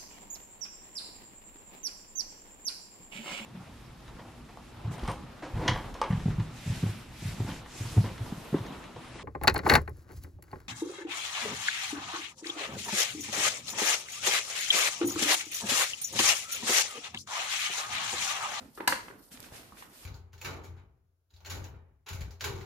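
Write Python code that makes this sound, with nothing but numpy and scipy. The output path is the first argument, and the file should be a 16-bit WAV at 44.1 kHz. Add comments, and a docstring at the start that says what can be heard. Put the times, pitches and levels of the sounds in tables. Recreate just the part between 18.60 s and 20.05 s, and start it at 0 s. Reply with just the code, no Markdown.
"""In a small kitchen, flour is shaken from a paper bag into a glass bowl.
The bag buckles with one sharp double knock and several duller pops, each an impulse that excites
the modes of the bag and of the panel that flipped. Flour slides over the paper with a faint, grainy
friction hiss, and lumps land on the heap in soft thuds. The room reverberates briefly."""
import sys
import numpy as np
from scipy import signal
from scipy.io import wavfile

SR = 44100
rng = np.random.default_rng(int(sys.argv[2]) if len(sys.argv) > 2 else 0)


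def master_out(mix):
    """Clip the mix to full scale and print it as 16-bit PCM to the path in sys.argv[1]."""
    frames = np.transpose(np.atleast_2d(mix))
    ceiling = np.clip(frames, -1, 1)
    pcm = np.round(ceiling * 32767).astype(np.int16)
    wavfile.write(sys.argv[1], SR, pcm)


N = 63945
TIME = np.arange(N) / SR

# envelope of the flour sliding over the paper: (time [s], level [dB])
SLIDE_ENVELOPE = [(0, -58.5), (.08, -66), (.13, -72.5), (.18, -60.5), (.26, -75), (.5, -59.5), (.6, -82.5),
                  (.703, -80), (.716, -54.5), (.755, -52.5), (.785, -59.5), (.85, -51), (.908, -59.5),
                  (.945, -49), (1.0, -52), (1.04, -56.5), (1.15, -64.5), (1.185, -51.5), (1.235, -54),
                  (1.29, -73), (1.32, -60), (1.45, -54)]


def bag_pops():
    """Snap-through buckling: each pop clicks, crackles and excites the modes of bag and flipped panel."""
    # buckles, levels relative: (time [s], level [dB], panel frequency [Hz], panel level [dB],
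    # panel T60 [s], treble edge [Hz], crackle level [dB], room send [dB])
    buckles = [(0.1757, -24, 1196, 5.5, 0.013, 1750, 7, 4), (0.1765, -33, 388, 3.5, 0.083, 550, -8, 11.5),
               (0.2030, -12, 337, -3.5, 0.053, 1680, -21, -6.5),
               (0.2045, -12, 443, -7, 0.042, 1630, 2.5, -15.5),
               (0.2062, -14.5, 985, 0, 0.03, 1880, 5, -0.5),
               (0.2750, -11.5, 970, 5.5, 0.0094, 3660, 13, -1.5),
               (0.2768, -1, 1688, -1.5, 0.018, 13900, -2, -3.5),
               (0.2781, 2, 977, -4, 0.046, 9200, -8.5, -2.5), (0.2833, -7.5, 1390, 0, 0.007, 2700, -13, -1),
               (0.3236, -13.5, 1700, 16.5, 0.0066, 2600, -17, -22),
               (0.3247, -1.5, 1394, -0.5, 0.0071, 2630, -5, -16.5),
               (0.3265, -18.5, 550, 0, 0.06, 2500, 19, -1.5), (0.483, -18.5, 1150, -3, 0.012, 2670, 1, -6),
               (0.5017, -29.5, 400, 0.5, 0.059, 1580, 12.5, 1), (0.511, -30, 1500, 4, 0.0097, 1980, 7, -10),
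               (0.9215, -29.5, 605, 3.5, 0.016, 750, 11, 4.5),
               (1.1225, -38.5, 1106, 16, .013, 1390, -9, -2.5),
               (1.2238, -27.5, 1040, 7, 0.015, 2100, 14, -2.5)]
    # modes of the filled bag: (frequency [Hz], level [dB], T60 [s])
    bag_modes = [(215, -33.5, 0.048), (318, -14.5, 0.029), (532, -20, 0.051), (836, -24, 0.019),
                 (1540, -16, 0.016), (1703, -20, 0.036), (2038, -11.5, 0.04), (2767, -15, 0.013),
                 (4525, -2.5, 0.005), (8480, -5.5, 0.003), (12250, 5, 0.0014)]
    pop_db, click_db, left_lag_s = -14.5, -16, 0.00009
    direct = np.zeros((2, N))
    room_sends = np.zeros((3, 2, N))  # the pops face three ways, each with its own room response
    body = sum(from_db(db) * damped_mode(hz, t60) for hz, db, t60 in bag_modes)
    body[0] += from_db(click_db)
    for k, (start, db, hz, panel_db, t60, edge_hz, crackle_db, room_db) in enumerate(buckles):
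        crackle = from_db(crackle_db) * butterworth(noise_burst(decay_s=0.0033), 850, "high")
        snap = butterworth(body + crackle, edge_hz, "low", order=3)
        panel = from_db(panel_db) * paper_panel(hz, t60)
        # light paper radiates little bass
        pop = from_db(pop_db + db) * butterworth(snap + panel, 260, "high")
        mix_in(direct, start, pop)
        mix_in(room_sends[k % 3], start, from_db(room_db) * pop)
    direct[0] = np.interp(TIME - left_lag_s, TIME, direct[0])
    return direct + sum(kitchen_reverb(send) for send in room_sends)


def paper_panel(hz, t60):
    """Damped free vibration of a flipped panel, whose frequency wavers as its tension shifts."""
    cycles = hz * np.cumsum(1 + 0.04 * drift(rate_hz=90)) / SR
    return np.sin(2 * np.pi * cycles) * decay(t60) * onset(rise_s=0.00034)


def paper_ticks():
    """Vibration scales with size: the smaller the crease that gives way, the higher and shorter its tick."""
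    # creases giving way: (time [s], level [dB], centre frequency [Hz])
    creases = [(0.7735, -38, 2100), (0.7965, -41, 1250), (0.8032, -33, 7800), (0.828, -37, 3700),
               (0.841, -37, 1400), (1.171, -41, 1350)]
    decay_cycles, width_octaves = 7, 1.8
    ticks = np.zeros((2, N))
    for start, db, hz in creases:
        edges_hz = hz * 2 ** (np.array([-0.5, 0.5]) * width_octaves)
        tick = butterworth(noise_burst(decay_cycles / hz), edges_hz, "band")
        mix_in(ticks, start, from_db(db) * tick)
    return pan(ticks, right_db=7) + from_db(-12) * kitchen_reverb(ticks)


def sliding_flour():
    """Friction noise: grains rub along the paper in many tiny contacts."""
    # friction spectrum: (frequency [Hz], relative level [dB])
    spectrum = [(200, -38), (500, 6.5), (850, -13.5), (1300, 1.5), (2200, 1.5), (4500, -0.5), (10000, -3),
                (14000, -4)]
    return envelope(SLIDE_ENVELOPE) * hiss(spectrum, flutter_db=0.85, flutter_hz=24.6, grainy=True)


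def fine_powder():
    """Incoherent addition: the sounds of the finest particles merge into a high hiss."""
    # envelope of the hiss: (time [s], level [dB])
    flow = [(0, -96), (.142, -66), (.152, -54.5), (.19, -62), (.26, -61), (.56, -67), (.66, -59),
            (.695, -65), (.73, -51), (.8, -76), (1.45, -58)]
    # powder spectrum: (frequency [Hz], relative level [dB])
    spectrum = [(1500, -45), (4000, -1), (8000, -7), (12000, 5), (15000, -7)]
    return envelope(flow) * hiss(spectrum, flutter_db=2.25, flutter_hz=30.0, grainy=True)


def landing_stream():
    """Soft impacts carry little treble: the stream patters on the heap as low noise."""
    # envelope of the patter: (time [s], level [dB])
    flow = [(0, -49.5), (.09, -61), (.14, -71.5), (.24, -58), (.53, -53.5), (.6, -62), (.69, -69),
            (.725, -59.5), (.85, -57.5), (.95, -57.5), (1.22, -58.5), (1.45, -65)]
    # impact spectrum: (frequency [Hz], relative level [dB])
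    spectrum = [(40, -15.5), (90, -1), (150, -6), (245, 0.5), (370, -5.5), (520, -7.5), (1000, -12),
                (2000, -18.5), (5000, -46)]
    patter = envelope(flow) * hiss(spectrum, flutter_db=2.0, flutter_hz=30.4)
    return patter * from_db([[-1.1], [0.9]])  # slightly to the right


def lump_thuds():
    """Inelastic impact: each lump lands on the heap with one low, heavily damped tone."""
    # landings: (time [s], level [dB], frequency [Hz])
    landings = [(0.012, -40, 234), (0.058, -38, 230), (0.104, -50, 132), (0.279, -33, 213.6),
                (0.285, -38, 88), (0.715, -43.5, 197), (0.741, -42, 261), (0.797, -42.5, 103),
                (0.832, -48.5, 230), (0.921, -38, 100)]
    thuds = np.zeros((2, N))
    for start, db, hz in landings:
        mix_in(thuds, start, from_db(db) * damped_mode(hz, t60=0.055) * onset(rise_s=0.0028))
    return thuds


def paper_crinkles():
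    """Impulse excitation: random clicks ring short paper resonances while the flour slides."""
    clicks_per_s, t60_cycles = 140, 4.5
    modes_hz = np.geomspace(900, 4500, num=10)
    crinkles = np.zeros((2, N))
    for hz in modes_hz:
        struck = rng.random(N) < clicks_per_s / len(modes_hz) / SR
        clicks = struck * (2 * rng.random((2, N)) - 1)
        crinkles += signal.fftconvolve(clicks, damped_mode(hz, t60_cycles / hz)[None], axes=1)[:, :N]
    return from_db(-10) * envelope(SLIDE_ENVELOPE) * unit_rms(crinkles)


def kitchen_reverb(x):
    """Convolution with a room response: early worktop reflections, then a tail that decays band by band."""
    # reverberation time: (frequency [Hz], T60 [s])
    decay_times = [(150, 0.32), (400, 0.25), (1000, 0.41), (2800, 0.34), (7000, 0.36), (14000, 0.25)]
    # initial spectrum of the diffuse tail: (frequency [Hz], relative level [dB])
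    spectrum = [(100, 4), (400, -1), (1000, -0.5), (2000, 0), (5000, 2), (14000, 3.5)]
    tail = sum(band * from_db(at_hz(spectrum, hz) - 60 * TIME / at_hz(decay_times, hz))
               for hz, band in stereo_bands(rng.standard_normal((2, 2, N))))
    tail *= onset(rise_s=0.0089)
    early = butterworth(noise_burst(decay_s=0.0049), 600, "high") * onset(rise_s=0.0049)
    response = (from_db(-0.82) * unit_rms(tail) + from_db(-3) * unit_rms(early)) / np.sqrt(N)
    return signal.fftconvolve(x, response, axes=1)[:, :N]


def room_background():
    """Ambient noise floor: a faint low rumble under a fainter hiss."""
    # background spectrum: (frequency [Hz], relative spectral density [dB])
    spectrum = [(25, -9), (36, -32), (49, 11), (65, -20), (120, -8.5), (300, -13.5), (700, -14.5),
                (2500, -39), (14000, -27.5)]
    noise = hiss(spectrum, flutter_db=-2.3, flutter_hz=13)
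    return from_db(-66) * butterworth(noise, 37.6, "high", order=4)


def hiss(spectrum, flutter_db, flutter_hz, grainy=False):
    """Amplitude modulation: noise bands flutter together and singly; grains add shot noise. Unit rms."""
    noise = rng.standard_normal((2, 2, N))
    if grainy:
        grains_per_s, grain_gain = 1700, 0.17
        sizes = from_db(-23 * np.minimum(rng.exponential(1, N), 4))
        grains = sizes * (rng.random(N) < grains_per_s / SR)
        noise += grain_gain * unit_rms(grains) * rng.standard_normal((2, 2, N))
    common = drift(flutter_hz)
    return unit_rms(sum(band * from_db(at_hz(spectrum, hz) + flutter_db * (common + drift(flutter_hz)))
                        for hz, band in stereo_bands(noise)))


def stereo_bands(noise_pairs):
    """Partial coherence: mid and side noise mix in half-octave bands; yields (centre [Hz], band)."""
    # likeness of left and right: (frequency [Hz], correlation [-1 to 1])
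    correlations = [(60, 0.71), (300, 0.88), (600, 0.43), (1000, 0.06), (12000, -0.0066)]
    edges = 22 * 2 ** (np.arange(20) / 2)
    for k, (low, high) in enumerate(zip(edges, edges[1:])):
        mid, side = butterworth(noise_pairs[k % 2], [low, high], "band")
        hz = np.sqrt(low * high)
        alike = at_hz(correlations, hz)
        yield hz, np.sqrt(1 + alike) * mid + np.sqrt(1 - alike) * side * [[1], [-1]]


def drift(rate_hz):
    """Low-passed noise: a slow random fluctuation of about unit rms."""
    hop, warm_up = 40, 2000
    pole = np.exp(-2 * np.pi * rate_hz * hop / SR)
    white = rng.standard_normal(N // hop + warm_up + 2)
    slow = signal.lfilter([1], [1, -2 * pole, pole * pole], white)[warm_up:]
    return np.interp(np.arange(N) / hop, np.arange(len(slow)), unit_rms(slow))


def damped_mode(hz, t60):
    """Impulse response of a damped harmonic oscillator."""
    return np.sin(2 * np.pi * hz * TIME) * decay(t60)


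def noise_burst(decay_s):
    """Stereo white noise under an exponential decay."""
    return rng.standard_normal((2, N)) * np.exp(-np.minimum(TIME / decay_s, 40))


def decay(t60):
    """Exponential decay by 60 dB in t60 seconds."""
    return from_db(-np.minimum(60 * TIME / t60, 300))


def onset(rise_s):
    """Exponential approach to full amplitude."""
    return 1 - np.exp(-TIME / rise_s)


def envelope(points):
    """Gain at every sample, interpolated from (time [s], level [dB])."""
    return from_db(np.interp(TIME, *np.transpose(points)))


def at_hz(points, hz):
    """Interpolation on a logarithmic frequency axis."""
    frequencies, values = np.transpose(points)
    return np.interp(np.log(hz), np.log(frequencies), values)


def butterworth(x, hz, kind, order=2):
    """Filter with a maximally flat passband."""
    sections = signal.butter(order, np.clip(hz, 10, 0.45 * SR), kind, fs=SR, output="sos")
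    return signal.sosfilt(sections, x + 1e-18)


def pan(x, right_db):
    """Level difference between the channels: right exceeds left by right_db."""
    return x * from_db([[-right_db / 2], [right_db / 2]])


def mix_in(out, start_s, x):
    """Superpose x on out from start_s."""
    i = int(start_s * SR)
    out[..., i:] += x[..., :N - i]


def from_db(db):
    """Decibels to amplitude ratio."""
    return 10 ** (np.asarray(db) / 20)


def unit_rms(x):
    """Normalise to unit rms."""
    return x / np.sqrt(np.mean(x ** 2) + 1e-20)


def scene():
    """Linear superposition of bag, flour and room."""
    impacts = lump_thuds() + paper_crinkles()
    background = room_background()
    reflections = from_db(-4) * kitchen_reverb(impacts)
    pour = impacts + reflections + sliding_flour() + fine_powder() + landing_stream()
    return bag_pops() + paper_ticks() + pan(pour, right_db=1) + background


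def record(dry):
    """Band limiting: a steep low-pass removes the highest treble."""
    stopband_hz = 14950
    return signal.sosfilt(signal.cheby2(18, 60, stopband_hz, fs=SR, output="sos"), dry)


dry = scene()
out = record(dry)
master_out(out)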